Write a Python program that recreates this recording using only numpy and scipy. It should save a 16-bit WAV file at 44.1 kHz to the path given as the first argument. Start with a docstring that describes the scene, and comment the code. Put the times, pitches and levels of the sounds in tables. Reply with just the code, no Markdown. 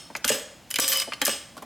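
"""Dull knocks, bright steel clanks and a run of ratchet clicks ring out close by in a concrete garage.
A steel positioning jack is being pumped by foot: the shoe knocks on the pedal, the pedal clanks down,
and on its way back the pawl (a small catch) clicks over the toothed bar.
The garage rings after each blow, and a fast limiter holds the loudest ones down."""
import sys
import numpy as np
from scipy import signal
from scipy.fft import rfft, irfft
from scipy.io import wavfile
from scipy.ndimage import uniform_filter1d, minimum_filter1d

SR = 44100
rng = np.random.default_rng(int(sys.argv[2]) if len(sys.argv) > 2 else 0)


def store_pcm(level_fs):
    """Save levels as 16-bit WAV."""
    pcm = np.round(np.clip(level_fs, -1, 1) * 32767).astype(np.int16)
    wavfile.write(sys.argv[1], SR, np.atleast_2d(pcm).T)


N = 72765
LEAD_S = .2  # the jack starts this early, so it is already ringing at time 0
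RISE_S = 0.001501  # build-up at 1 kHz; low bending waves in steel arrive later
THIRDS_HZ = 1000 * 2 ** (np.arange(-13, 13) / 3)  # band centres, a third of an octave apart


def amp(db):
    """Turns decibels into a gain."""
    return 10 ** (np.asarray(db) / 20)


def fade(t, t60):
    """A dying gain; t60, the fade time, is how long it takes to drop 60 dB."""
    return amp(-60 * t / t60)


def read(points, hz):
    """Looks up a table's value at hz, on a log-frequency axis."""
    f, value = np.transpose(points)
    return np.interp(np.log(hz + 1), np.log(f), value)


def unit(x):
    """Scales each row to energy 1."""
    return x / np.sqrt(np.sum(x ** 2, -1, keepdims=True) + 1e-30)


def add(mix, s, sound):
    """Mixes a sound in at time s; the mix starts LEAD_S early."""
    part = mix[max(round((s + LEAD_S) * SR), 0):][:len(sound)]
    part += sound[:len(part)]


def noise_bands(size):
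    """White noise split into bands, one per row."""
    hz, band = np.fft.rfftfreq(size, 1 / SR), np.arange(len(THIRDS_HZ))
    place = np.interp(np.log(hz + 1), np.log(THIRDS_HZ), band)
    share = np.sqrt(np.maximum(1 - abs(place - band[:, None]), 0))
    return irfft(share * np.exp(2j * np.pi * rng.random(share.shape)), size)


def modes(table, wobble_hz=0, size=24000):
    """A part's natural tones (modes), one fading sine per row; a loose part wobbles in pitch."""
    hz, db, t60 = np.transpose(table)[:, :, None]
    t = np.arange(size) / SR
    wobble = np.cumsum(rng.standard_normal((len(hz), size)), 1) * np.sqrt(2 * np.pi * wobble_hz / SR)
    onset = 1 - np.exp(-t * (hz / 1000) / RISE_S)
    phase = 2 * np.pi * (hz * t + rng.random(hz.shape)) + wobble
    return np.sqrt(2) * amp(db) * onset * fade(t, t60) * np.sin(phase)


def background(level_db=-52):
    """Low, steady room noise."""
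    # Tone of the noise: (frequency [Hz], level [dB])
    colour = [(25, -30.5), (60, -7.5), (130, -5), (280, -4.5), (420, -16), (650, -9.5), (1200, -18.5),
              (3000, -19.5), (8000, -27), (16000, -34.5)]
    hz = np.fft.rfftfreq(N, 1 / SR)
    noise = irfft(rfft(rng.standard_normal(N)) * amp(read(colour, hz)), N)
    return amp(level_db) * np.sqrt(N) * unit(noise)


def garage(x, build_s=0.002021, size=32768):
    """The room's echoes blur into a tail, each band dying at its own speed."""
    # How long the room rings, with no tail below 150 Hz: (frequency [Hz], fade time [s])
    fade_times = [(150, -0.013), (500, 0.6811), (1500, 0.5611), (4000, 0.6557), (8000, 0.6565),
                  (15000, 0.001)]
    # How strongly it rings: (frequency [Hz], level [dB])
    levels = [(100, 2.5), (400, -16), (1500, -10.5), (4000, -14.5), (8000, -19), (15000, -11)]
    t, bands = np.arange(size) / SR, noise_bands(size)
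    tails = unit(bands * (1 - np.exp(-t / build_s)) * fade(t, read(fade_times, THIRDS_HZ)[:, None]))
    gains = amp(read(levels, THIRDS_HZ)) * np.linalg.norm(bands, axis=1)
    return signal.fftconvolve(x, gains @ tails)[:len(x)]


def clink(burst, ripple_db=4.5, spacing_hz=300, size=1024):
    """Each contact point has its own short resonances: random peaks in the treble."""
    hz, knots = abs(np.fft.fftfreq(size, 1 / SR)), np.arange(0, SR / 2, spacing_hz)
    depth = np.clip(hz / 1000 - 1, 0, 1)  # none below 1 kHz, full from 2 kHz
    ripple = np.clip(rng.standard_normal(len(knots)), -2, 2)
    gain = amp(ripple_db * depth * np.interp(hz, knots, ripple))
    log_gain = np.log(gain) - depth * np.log(np.mean(gain ** 2)) / 2
    taps = np.fft.ifft(np.exp(np.conj(signal.hilbert(log_gain)))).real  # rings only after the hit
    return signal.fftconvolve(burst, taps)[:len(burst)]


def blow(levels_db, t60, size=6000):
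    """A hit on steel: a noise burst that dies fast, treble first, plus the frame's short tones."""
    # Centres of the bass, middle, treble and top levels [Hz]
    centres_hz = [500, 1600, 4200, 10000]
    # Tone shared by all bursts: (frequency [Hz], level [dB])
    colour = [(40, -41), (130, -35.5), (260, -4), (370, -12.5), (560, 2), (800, -5), (1300, -6), (2300, 0),
              (7500, 0), (11000, -4), (14000, -5), (17500, -24)]
    # Tones of the frame: (pitch [Hz], level [dB], fade time [s])
    frame = [(133.15, -4.5, 0.07942), (282.67, -5.5, 0.09138), (421.11, -5.5, 0.03941),
             (583.06, -2.5, 0.07996), (843.7, -7.5, 0.07181), (1183.3, -0.5, 0.04261),
             (1712.6, -10, 0.04384), (2223, -35.5, 0.014), (3171.1, 1, 0.03065), (5095.4, -3, 0.03109)]
    t, khz = np.arange(size) / SR, THIRDS_HZ[:, None] / 1000
    onset = (1 - np.exp(-t * khz / RISE_S)) ** 2
    decay = fade(t, t60 * (khz / 2) ** -0.1776)  # t60 holds at 2 kHz; lower bands last longer
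    bands = unit(noise_bands(size) * onset * decay) * np.sqrt(.005 * SR)
    force = list(zip(centres_hz, levels_db))
    burst = amp(read(force, THIRDS_HZ) + read(colour, THIRDS_HZ)) @ bands
    return clink(burst) + amp(read(force, np.array(frame)[:, 0])) @ modes(frame, size=size)


def ringing(table, wobble_hz, favoured_hz, size=16384):
    """A struck steel part: clear tones over a shimmer; where it is hit decides which are strongest."""
    # The many weak tones between the clear ones: (frequency [Hz], level [dB])
    weak_tones = [(200, -45.5), (900, -19), (1800, -25), (3000, -4), (4000, -10), (7000, -4), (10000, -19),
                  (16000, -15)]
    t = np.arange(size) / SR
    octaves_away = abs(np.log2(np.array(table)[:, 0] / favoured_hz))
    favour_db = 8 * np.exp(-(octaves_away / .06) ** 2) - 6 * np.minimum(octaves_away, 1)
    shimmer = amp(read(weak_tones, THIRDS_HZ)) @ unit(noise_bands(size)) * np.sqrt(size)
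    shimmer *= (1 - np.exp(-t / 0.001917)) * fade(t, t60=0.32253)
    return amp(favour_db) @ modes(table, wobble_hz, size) + shimmer


def knocks(mix):
    """The shoe and the linkage knock dully, each time with a hollow ring."""
    # Knocks: (time [s], bass [dB], middle [dB], treble [dB], top [dB], fade time [s],
    # ring level [dB], ring pitch [Hz])
    hits = [(0.101, -44, -50, -78.5, -81, 0.0632, -38.5, 910.5),
            (0.1509, -46, -27.5, -40, -51, 0.03237, -31.5, 1180),
            (.163, -48, -52.5, -40.5, -38.5, 0.07042, -46.5, 4940),
            (.302, -23.5, -26, -34.5, -26.5, .023, -7, 585.2),
            (1.0748, -36.5, -54, -80.5, -75.5, 0.02608, -36, 853.7),
            (1.083, -53.5, -52, -82, -80, 0.0179, -31.5, 649),
            (1.1209, -48.5, -30, -44.5, -60, 0.04023, -27, 1205),
            (1.1342, -51, -42, -35.5, -47, 0.0495, -32.5, 2783),
            (1.2784, -28, -28, -36.5, -26.5, 0.02513, -28.5, 619.3),
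            (1.2858, -30, -55.5, -52, -51, 0.02844, -22.5, 551.9),
            (1.568, -45, -52.5, -54.5, -52.5, 0.0567, -37, 1113),
            (1.577, -46.5, -48.5, -54.5, -47.5, 0.07645, -39.5, 1420),
            (1.622, -44, -47, -55.5, -46.5, 0.0844, -32.5, 1037)]
    # Tones of the hollow ring: (pitch [times the ring pitch], level [dB], fade time [s])
    hollow = [(1, 3, 0.03449), (0.901, -7, 0.034245), (.76, -3.5, 0.043025)]
    for s, *levels_db, t60, ring_db, ring_hz in hits:
        add(mix, s, blow(levels_db, t60))
        add(mix, s, amp(ring_db) * modes(np.array(hollow) * [ring_hz, 1, 1]).sum(0))


def load_thumps(mix):
    """The load thuds onto the floor, the pawl catches it and the jack's body booms."""
    # The load shifts onto the floor: (time [s], level [dB])
    thuds = [(.244, -37.5), (.404, -43.5), (.969, -44)]
    # The pawl catches a tooth: (time [s], level [dB])
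    catches = [(.244, -46), (.787, -30), (1.2162, -20)]
    # The jack's body booms after a heavy blow: (time [s], level [dB])
    booms = [(.303, -45), (.79, -45), (1.281, -45)]
    # Tones of the loaded bar, the body and the thud: (pitch [Hz], level [dB], fade time [s])
    loaded_bar = [(274.48, -1.5, 0.07162), (519.48, -1, 0.06511), (830.36, 1, 0.04616),
                  (1186.1, -2.5, 0.03421), (1591.9, 0.5, 0.05082), (1739.8, 1.5, 0.04675),
                  (2143.5, 1, 0.03666), (3060.8, 3, 0.04428), (3893.5, 3, 0.03476)]
    body = [(266.15, -6.5, 0.3858), (314.66, -3, 0.436), (421.02, -1.5, 0.2216), (585.56, -2.5, 0.2359)]
    thud_tone = [(55, 0, .16)]
    for hits, tones in ((thuds, thud_tone), (catches, loaded_bar), (booms, body)):
        for s, db in hits:
            add(mix, s, amp(db) * modes(tones).sum(0))


def scrapes(mix, slips_per_s=900, scatter_db=4, size=4096):
    """The pawl scrapes over the back of a tooth in a quick run of tiny, uneven slips."""
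    # Scrapes: (time [s], length [s], level [dB])
    runs = [(.805, .036, -30.5), (0.926, .01, -23), (.936, 0.022, -31.5), (1.2506, .007, -35)]
    # Force of one slip: (bass [dB], middle [dB], treble [dB], top [dB])
    slip_db = [-28, -9, -2, 0]
    for s, length, db in runs:
        at = np.cumsum(rng.uniform(0, 2, size)) / slips_per_s
        force = amp(scatter_db * rng.standard_normal(size))
        slips = np.bincount((at[at < length] * SR).astype(int), force[at < length], size)
        scrape = signal.fftconvolve(slips, blow(slip_db, t60=.005, size=1024))
        add(mix, s, amp(db) * unit(scrape) * np.sqrt(length * SR))


def strike(mix, t, hits, tones, wobble_hz, choke_db=-1.5, choke_s=0.001846):
    """Adds blows to the mix and returns the part's ring; each contact chokes the earlier ringing a bit."""
    ring = np.zeros(len(t))
    for s, *levels_db, t60, ring_db, favoured_hz in hits:
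        add(mix, s, blow(levels_db, t60))
        ring *= amp(choke_db * np.clip((t - s) / choke_s, 0, 1))
        add(ring, s, amp(ring_db) * ringing(tones, wobble_hz, favoured_hz))
    return ring


def pedal_clanks(mix, t):
    """The loose pedal lever clanks and rings as it is pressed down."""
    # Clanks: (time [s], bass [dB], middle [dB], treble [dB], top [dB], fade time [s],
    # ring level [dB], favoured pitch [Hz])
    clanks = [(-.13, -34, -20.5, -16, -12, 0.016165, -35, 8010),
              (.244, -60, -16, -22, -35, .027, -46, 2640),
              (.248, -30.5, -39, -28, -21, 0.01652, -36.5, 12230),
              (.278, -50, -40, -27, -20, 0.0406, -30.5, 2756),
              (.2912, -54, -18, -18.5, -14, 0.04826, -26, 7787),
              (.318, -38, -38, -42, -31, 0.02127, -33, 5150),
              (.344, -44, -41.5, -41, -34, 0.1079, -38.5, 12600),
              (1.2158, -33.5, -19.5, -19.5, -18.5, 0.03674, -56.5, 3191),
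              (1.251, -45.5, -46.5, -26.5, -15.5, 0.0324, -33.5, 8047),
              (1.2555, -69.5, -25.5, -18.5, -14.5, 0.01628, -32.5, 1679),
              (1.2648, -77.5, -20, -32.5, -21, 0.03629, -34.5, 6530),
              (1.293, -50, -33.5, -40, -42.5, 0.02292, -31.5, 8431),
              (1.322, -44, -70.5, -43, -58, 0.1411, -37, 5150)]
    # Tones of the lever: (pitch [Hz], level [dB], fade time [s])
    lever = [(1554.2, -11, 0.2665), (1732.9, -9, 0.254), (2651.3, -10.5, 0.2186), (2804.4, -4.5, 0.2354),
             (2889.4, -1, 0.2204), (2951.9, -2.5, 0.334), (3277.6, -5, 0.4304), (5129.8, -6.5, 0.2361),
             (6530, -6.5, 0.1613), (7767.6, -13.5, 0.2565), (7996.3, -7, 0.2701), (8263.4, -5.5, 0.3921),
             (12332, -5, 0.2371)]
    ring = strike(mix, t, clanks, lever, wobble_hz=33.8)
    mix += ring


def ratchet_clicks(mix, t, rest_s=1.0248):
    """The pawl clicks over the teeth as the pedal springs back; coming to rest, it stills the bar."""
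    # Clicks: (time [s], bass [dB], middle [dB], treble [dB], top [dB], fade time [s],
    # ring level [dB], favoured pitch [Hz])
    clicks = [(.704, -62, -42.5, -46.5, -31, 0.1233, -65, 7400),
              (.711, -71, -40, -39.5, -34, 0.0153, -47.5, 3064),
              (.741, -66.5, -37.5, -32.5, -34, 0.015, -44, 3000),
              (.758, -75.5, -28.5, -22.5, -23, 0.02997, -46, 2985),
              (.786, -28.5, -24, -30, -27.5, 0.0276, -70, 3000),
              (.7985, -47, -27, -32.5, -19, 0.005746, -67, 12200),
              (.8025, -64.5, -32.5, -24.5, -11, 0.01401, -26, 7817),
              (.8425, -51, -37, -29, -40.5, 0.008204, -32.5, 8354),
              (.879, -48, -27, -19.5, -14.5, 0.01722, -36.5, 5845),
              (.8857, -52, -38, -27, -17, 0.01783, -28.5, 13500),
              (.918, -66, -32, -29, -26.5, 0.0348, -33.5, 3085),
              (.9255, -45.5, -25.5, -28, -21.5, 0.0419, -45.5, 2866),
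              (.9332, -65.5, -33.5, -30, -18, 0.01295, -29.5, 1127),
              (.9565, -66, -43.5, -45, -42.5, 0.018, -31.5, 3059),
              (.9725, -56.5, -27, -37, -18, 0.00994, -33, 5102),
              (.9992, -66, -29.5, -32, -21, 0.02255, -35.5, 8633),
              (1.018, -52.5, -32.5, -33, -37, 0.05093, -38, 8191)]
    # Tones of the pawl and toothed bar: (pitch [Hz], level [dB], fade time [s])
    bar = [(537.07, -4.5, 0.4572), (1155.3, -10, 0.2745), (3004, -3, 0.3237), (3034.5, -7.5, 0.1914),
           (3715.7, -12, 0.299), (4970.2, 0, 0.3322), (5137, -4, 0.3067), (5841, -9, 0.294),
           (7994.2, -7, 0.2516), (8384.8, -7, 0.2935), (9673, -11.5, 0.2078), (12110, -10.5, 0.2024),
           (13425, -4.5, 0.2286), (15448, -8.5, 0.2195)]
    ring = strike(mix, t, clicks, bar, wobble_hz=5.097)
    mix += ring * fade(np.maximum(t - rest_s, 0), t60=.11)


def spread(x, tilt_db=0.1185, fade_s=0.0065063, size=2048):
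    """Two close microphones hear nearly the same, with small differences from early reflections."""
    # Stereo width: (frequency [Hz], side level against the middle [dB])
    width = [(60, -19), (130, -7.5), (300, -22.5), (1500, -25.5), (3000, -24), (5500, -15), (8000, -13),
             (10500, -18), (13000, -38)]
    t, hz = np.arange(size) / SR, np.fft.rfftfreq(N, 1 / SR)
    reflections = rfft(rng.standard_normal(size) * np.exp(-t / fade_s), N)
    side = irfft(rfft(x) * np.exp(1j * np.angle(reflections)) * amp(read(width, hz)), N)
    return np.array([(x + side) * amp(tilt_db), (x - side) * amp(-tilt_db)])


def scene():
    """The jack, the garage's ring and the room noise, in stereo."""
    t = np.arange(N + round(LEAD_S * SR)) / SR - LEAD_S
    jack = np.zeros(len(t))
    knocks(jack)
    load_thumps(jack)
    scrapes(jack)
    pedal_clanks(jack, t)
    ratchet_clicks(jack, t)
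    return spread((jack + garage(jack))[-N:] + background())


def record(dry):
    """A fast limiter turns loud blows down just ahead of time; peaks are rounded, the very top is cut."""
    limit_db, share, release_db_per_s = -20, 0.74543, 925
    ahead, ceiling = round(0.0013384 * SR), .5
    power_db = 10 * np.log10(abs(uniform_filter1d((dry ** 2).mean(0), size=64)) + 1e-12)
    fall = np.arange(N) * release_db_per_s / SR
    held_db = np.maximum.accumulate(power_db + fall) - fall  # jumps up, then sinks steadily
    gain_db = -share * np.maximum(held_db - limit_db, 0)
    limited = dry * amp(uniform_filter1d(minimum_filter1d(gain_db, ahead), ahead))
    rounded = limited / (1 + (limited / ceiling) ** 6) ** (1 / 6)
    low_pass = signal.firwin(511, cutoff=18000, window=("kaiser", 9), fs=SR)
    return signal.oaconvolve(rounded, low_pass[None], "same")


dry = scene()
out = record(dry)
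store_pcm(out)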